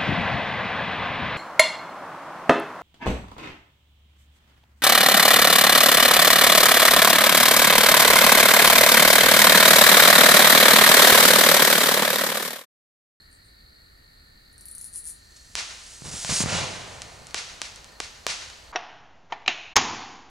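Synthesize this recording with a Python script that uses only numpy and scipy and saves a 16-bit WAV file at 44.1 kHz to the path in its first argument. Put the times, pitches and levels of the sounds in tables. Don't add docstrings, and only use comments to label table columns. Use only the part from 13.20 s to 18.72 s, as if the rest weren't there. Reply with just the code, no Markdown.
import sys
import numpy as np
from scipy import signal
from scipy.fft import rfft, irfft, next_fast_len
from scipy.io import wavfile

SR = 44100
rng = np.random.default_rng(int(sys.argv[2]) if len(sys.argv) > 2 else 0)


def transcribe(signal):
    frames = np.atleast_2d(signal).T
    limited = np.clip(frames, -1, 1)
    pcm = np.round(limited * 32767).astype(np.int16)
    wavfile.write(sys.argv[1], SR, pcm)


N = 243431
T = np.arange(N) / SR
FFT_SIZE = next_fast_len(N + 2 * SR)
FREQ = np.maximum(np.arange(FFT_SIZE // 2 + 1) * SR / FFT_SIZE, 1)
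LEFT_RIGHT = np.array([[1], [-1]])

# start_s, level_db, blast_ms, bounce_lag_ms, bounce_gain_db, to_trees_db
STARS = [(2.3537, -0.5, 0.13, 1.8, -30, 5), (3.0479, -4, 0.26, 1.16, -6, -0.5),
         (3.8194, -11, 0.062, 2.6, -0.5, -18), (4.0697, -18.5, 0.019, 1.6, -1, -19),
         (4.1095, -26, 0.064, 2.7, -7, -38), (4.1445, -1.5, 0.15, 2.53, 2.5, 3),
         (4.4173, -2, 0.14, 3.1, -6.5, -4), (4.5604, -20, 0.02, 2.1, -16, -39),
         (4.6444, -22.5, 0.067, 2.8, -18, -25.5), (4.8023, -2, 0.22, 2.44, 0.5, -4),
         (5.0666, 5, 0.3, 1.68, -4.5, 6), (5.3005, -21.5, 0.15, 2, 6, -28)]
# frequency_hz, gain_db
BLAST_SPECTRUM = [(60, -5.5), (250, -5), (600, -5.5), (1500, -3.5), (3500, 2), (6500, 6.5), (9500, 2.5),
                  (11500, -11), (16000, -59)]
# start_s, hold_s, hiss_db, gulp_hold_s, gulp_roar_db, gulp_rumble_db
SURGES = [(2.158, .013, -47.5, .01, -79, -76), (2.841, 0.061, -41, 0.055, -43, -42.5),
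          (2.91, 0.182, -35.5, 0.065, -44.5, -44), (3.091, 0.14, -25.5, 0.019, -30.5, -35.5),
          (3.2, 0.034, -46, 0.022, -33, -35)]
# start_s, level_db, pitch_hz
COUGHS = [(2.8205, -31.5, 136), (2.858, -31.5, 134), (2.882, -42.5, 170), (2.939, -32, 155),
          (3.049, -30.5, 153), (3.093, -27, 174), (3.124, -22, 166), (3.205, -17, 188),
          (3.2384, -16.5, 121), (3.260, -16.5, 137), (3.326, -21.5, 140)]
# frequency_hz, gain_db
HISS_SPECTRUM = [(300, -15), (1200, -10.5), (2500, -7.5), (4000, -3.5), (6700, 1), (8000, -1.5),
                 (9600, -3.5), (11000, -18.5), (13000, -29.5), (16000, -36)]
# frequency_hz, gain_db
ROAR_SPECTRUM = [(60, -18), (200, -6), (550, 3), (1000, 0.5), (1600, -3), (2800, -3.5), (4500, -6.5),
                 (7000, -8), (9500, -25), (12000, -39), (16000, -75)]
# frequency_hz, gain_db
RUMBLE_SPECTRUM = [(25, -21), (60, -6), (100, 2.5), (150, 2.5), (220, -4), (320, -19), (600, -17),
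                   (2000, -70)]
# frequency_hz, lead_rad
RIGHT_MIC_LEAD = [(30, 0.65), (120, 0.63), (300, 1.35), (800, 1.04), (1800, 0.75), (4000, 0.59),
                  (12000, 0.7)]
# frequency_hz, gain_db
ECHO_SPECTRUM = [(60, 8), (250, -7), (550, -2.5), (1200, -0.5), (2200, 1.5), (4000, 2.5), (6500, 2),
                 (8500, -2.5), (11000, 0.5), (16000, -38)]
# lag_s, gain_db
TREE_ENVELOPE = [(0, -5), (.015, -0.5), (0.032, 3), (.07, -3.5), (.112, -8), (.15, -7), (.2, -12),
                 (.4, -23.5), (.7, -54), (1.4, -67)]
# frequency_hz, side_minus_mid_db
ECHO_WIDTH = [(60, -12), (200, -9), (600, -7.5), (1400, -1), (2200, -3.5), (3800, -6), (6500, -8.5),
              (10000, 0.5), (15000, 7)]
# start_s, level_db
KATYDID_TICKS = [(1.3284, -34), (1.3804, -25), (1.4093, -18.5), (1.4555, -17), (1.484, -16), (1.513, -17),
                 (1.5507, -15.5), (1.5815, -14.5), (1.613, -15), (1.6433, -16)]
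# start_s, length_s, strokes_per_s, level_db, pitch_hz, pan_left_db
KATYDID_BUZZES = [(0, 0.035, 79, -40, 8700, 0), (0.098, .066, 88, -35.5, 8700, 0),
                  (0.218, 0.087, 83, -37.5, 8700, 0.5), (1.646, 0.027, 108, -14.5, 9650, 5),
                  (1.717, 0.086, 155, -16, 9500, 6.5), (1.832, 0.088, 157, -14, 9440, 6.5)]
# pitch_multiple, gain_db
WING_SPECTRUM = [(.15, -26), (.35, -28.5), (.62, -14.5), (.82, -7.5), (.97, 3.5), (1.06, 3), (1.2, -10.5),
                 (1.65, -41)]
# pitch_hz, rough_width_hz, level_db, pulses_per_s, pulse_depth (0-1)
CRICKET_BANDS = [(1436, 460, -71, 40, 0.25), (1825, 170, -67, 79, 0.27), (2160, 290, -76, 50, 0.2),
                 (4197, 600, -62.5, 50, 0.23), (4310, 130, -64, 54.6, 0.4), (4635, 260, -66.5, 57, 0.3),
                 (8550, 2400, -77, 59, 0.1)]
# frequency_hz, gain_db
NIGHT_SPECTRUM = [(20, -9), (45, 4), (75, 0.5), (120, -9), (250, -15), (500, -23), (900, -29), (2800, -32),
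                  (6000, -35.5), (12000, -34), (16000, -39.5)]
# frequency_hz, side_minus_mid_db
NIGHT_WIDTH = [(60, -24.5), (150, -11), (350, 0), (800, 11.5), (1300, 3), (1900, 1), (3000, 8), (4300, -11),
               (6000, 2), (9000, -4.5), (15000, 1.5)]


def star_cracks(tree_echo, bounce_hz=1700, front_ms=0.16, tree_lag_s=0.006, grass_db=-5.5):
    direct, bounce, to_trees = np.zeros((3, N))
    for start, db, blast_ms, lag_ms, bounce_db, trees_db in STARS:
        add(direct, start, undb(db) * blast(blast_ms))
        add(bounce, start + lag_ms / 1000, undb(db + bounce_db) * blast(blast_ms))
        add(to_trees, start + tree_lag_s, undb(trees_db) * blast(front_ms))
    mic_phase = (1 - 1j * FREQ / 1700) / (1 + 1j * FREQ / 1700)
    colour = causal(over_hz(BLAST_SPECTRUM)) * mic_phase
    grass = undb(grass_db + over_hz(ECHO_SPECTRUM)) * foliage(t60_s=0.17)
    near = shape(direct, colour * (1 + grass)) + shape(bounce, colour / (1 + 1j * FREQ / bounce_hz))
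    return near + shape(to_trees, colour * tree_echo)


def blast(length_ms):
    age = 1000 * T[:SR // 100] / length_ms
    wave = (1 - age) * np.exp(-age)
    return wave / np.linalg.norm(wave)


def fountain(tree_echo, sparks_per_s=5000, flutter_db=1.9, rumble_flutter_db=0.5, bright_hz=1500,
             bright_slope=0.63, full_drive_db=-35, jet_trees_db=-9, flame_trees_db=-2, pan_left_db=-1):
    hiss_db, roar_db, rumble_db = burn_levels()
    sparks = rng.standard_normal(N) * (rng.random(N) < sparks_per_s / SR)
    grain = unit(sparks) + rng.standard_normal(N)
    hiss = unit(shape(grain, undb(over_hz(HISS_SPECTRUM)))) * undb(hiss_db + flutter_db * wander(90))
    sputter = wander(120)
    flame = noise(ROAR_SPECTRUM)
    body = shape(flame, 1 / (1 + (FREQ / bright_hz) ** 2))
    brightness = undb(bright_slope * (roar_db - full_drive_db))
    roar = (body + (flame - body) * brightness) * undb(roar_db + flutter_db * sputter)
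    rumble = noise(RUMBLE_SPECTRUM) * undb(rumble_db + rumble_flutter_db * sputter)
    mics = np.exp(-0.5j * LEFT_RIGHT * over_hz(RIGHT_MIC_LEAD)) * undb(LEFT_RIGHT * pan_left_db / 2)
    jet = shape(hiss + rumble + coughs(), mics + undb(jet_trees_db) * tree_echo)
    return jet + shape(roar, mics + undb(flame_trees_db) * tree_echo)


def burn_levels(catch_db_per_s=20.5, caught_s=2.7, flame_s=3.251):
    smoulder = undb(catch_db_per_s * np.minimum(T - caught_s, 0)) * (T < flame_s)
    flare = swell(flame_s, attack_s=0.028, hold_s=0.13, release_s=0.08)
    sink = swell(flame_s, attack_s=0.028, hold_s=0.13, release_s=0.44)
    steady = T > flame_s
    hiss = [undb(-47) * smoulder, undb(-36.5) * flare, undb(-45) * sink, undb(-61.5) * steady]
    roar = [undb(-61) * smoulder, undb(-31) * flare, undb(-37) * sink, undb(-53) * steady]
    rumble = [undb(-34.5) * flare, undb(-44.5) * sink]
    for start, hold_s, hiss_db, gulp_hold_s, roar_db, rumble_db in SURGES:
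        jet = undb(hiss_db) * swell(start, attack_s=0.0061, hold_s=hold_s, release_s=0.0063)
        gulp = swell(start, attack_s=0.003, hold_s=gulp_hold_s, release_s=0.017)
        hiss += [jet]
        roar += [undb(-20) * jet, undb(roar_db) * gulp]
        rumble += [undb(rumble_db) * gulp]
    powers = [sum(part ** 2 for part in parts) for parts in (hiss, roar, rumble)]
    return [10 * np.log10(power + 1e-20) for power in powers]


def coughs(ring_s=0.006, front_s=0.00017, front_db=-3):
    track, t = np.zeros(N), T[:SR // 10]
    front = undb(front_db) * np.exp(-t / front_s)
    for start, db, hz in COUGHS:
        swing = np.exp(-t / ring_s) * np.cos(2 * np.pi * hz * t)
        add(track, start, undb(db) * (swing + front))
    return shape(track, resonance(hz=310, width_hz=3000))


def tree_line(treble_loss_db_per_s=18, split_hz=5500):
    lag_s, db = np.transpose(TREE_ENVELOPE)
    wash = surround(undb(over_hz(ECHO_SPECTRUM)), ECHO_WIDTH) * undb(np.interp(T, lag_s, db, right=-200))
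    low = shape(wash, 1 / (1 + (FREQ / split_hz) ** 4))
    wash = low + (wash - low) * undb(-treble_loss_db_per_s * T)
    return rfft(wash / np.linalg.norm(wash), FFT_SIZE)


def foliage(t60_s):
    tail = surround(np.ones(len(FREQ)), ECHO_WIDTH) * undb(-60 * T / t60_s)
    return rfft(tail / np.sqrt(np.sum(tail ** 2) / 2), FFT_SIZE)


def katydids(scrape_t60_s=0.0069, direct_db=6.5, leaves_db=12.5, jitter_periods=0.12, jitter_db=1.4):
    fade = undb(-60 * T / scrape_t60_s)
    scrape = rfft(fade / np.linalg.norm(fade), FFT_SIZE)
    teeth = rng.standard_normal(N)
    leaves = undb(leaves_db) * foliage(t60_s=0.22)

    def sing(strokes, hz, pan_left_db):
        wing = causal(over_hz([(multiple * hz, db) for multiple, db in WING_SPECTRUM]))
        side_db = LEFT_RIGHT * pan_left_db / 2
        paths = undb(direct_db + side_db) + leaves * undb(side_db / 2)
        return shape(teeth * shape(strokes, scrape), wing * paths)

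    strokes = np.zeros(N)
    for start, db in KATYDID_TICKS:
        add(strokes, start, undb([db]))
    song = sing(strokes, hz=9700, pan_left_db=5)
    for start, length, rate, db, hz, pan_left_db in KATYDID_BUZZES:
        strokes = np.zeros(N)
        for lag, (late, loud) in zip(np.arange(0.5 / rate, length, 1 / rate), rng.normal(size=(32, 2))):
            strength = undb([db + jitter_db * loud]) * np.sin(np.pi * lag / length)
            add(strokes, start + lag + jitter_periods * late / rate, strength)
        song += sing(strokes, hz, pan_left_db)
    return song


def crickets(waver_db=2.0, rate_drift=0.018):
    chorus = 0
    for hz, width_hz, db, rate, depth in CRICKET_BANDS:
        wing_hz = rate * (1 + rate_drift * wander(4.34))
        trill = unit(1 + depth * np.sin(2 * np.pi * np.cumsum(wing_hz) / SR))
        band = surround(np.abs(resonance(hz, 2.13 * width_hz)) ** 5, NIGHT_WIDTH)
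        chorus += band * trill * undb(db + waver_db * wander(6.5))
    return chorus


def night_air(level_db=-56, waver_db=0.53):
    return surround(undb(over_hz(NIGHT_SPECTRUM)), NIGHT_WIDTH) * undb(level_db + waver_db * wander(7))


def camcorder_whine(pitch_hz=12270, level_db=-80):
    return undb(level_db) * unit(np.sin(2 * np.pi * pitch_hz * T))


def undb(db):
    return 10 ** (np.asarray(db) / 20)


def unit(x):
    return x / np.sqrt(np.mean(x ** 2))


def over_hz(points):
    hz, value = np.transpose(points)
    return np.interp(np.log(FREQ), np.log(hz), value)


def shape(x, response):
    return irfft(rfft(x, FFT_SIZE) * response, FFT_SIZE)[..., :N]


def causal(db):
    cepstrum = irfft(np.log(undb(db)), FFT_SIZE)
    return np.exp(rfft(2 * cepstrum[:FFT_SIZE // 2], FFT_SIZE) - cepstrum[0])


def resonance(hz, width_hz):
    return 1 / (1 + 1j * (FREQ / hz - hz / FREQ) * hz / width_hz)


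def noise(spectrum):
    return unit(shape(rng.standard_normal(N), undb(over_hz(spectrum))))


def surround(response, width):
    mid, side = shape(rng.standard_normal((2, N)), np.array([response, response * undb(over_hz(width))]))
    return (mid + LEFT_RIGHT * side) / np.std(mid)


def wander(rate_hz):
    points = rng.standard_normal(int(N / SR * rate_hz) + 2)
    return 0.48 * np.interp(T * rate_hz, np.arange(len(points)), points)


def swell(start_s, attack_s, hold_s, release_s):
    age = np.maximum(T - start_s, 0)
    return (1 - np.exp(-age / attack_s)) * np.exp(-np.maximum(age - hold_s, 0) / release_s)


def add(track, start_s, sound):
    i = max(int(round(start_s * SR)), 0)
    track[i:i + len(sound)] += sound[:max(N - i, 0)]


def scene():
    tree_echo = tree_line()
    firework = star_cracks(tree_echo) + fountain(tree_echo)
    return firework + katydids() + crickets() + night_air() + camcorder_whine()


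def record(dry, ceiling=0.55, top_hz=15800):
    oversampled = signal.resample_poly(dry, 2, 1, axis=1)
    rounded = oversampled / (1 + (oversampled / ceiling) ** 4) ** (1 / 4)
    rounded = signal.resample_poly(rounded, 1, 2, axis=1)
    return signal.sosfilt(signal.ellip(8, 0.2, 70, top_hz, fs=SR, output="sos"), rounded)


dry = scene()
out = record(dry)
transcribe(out)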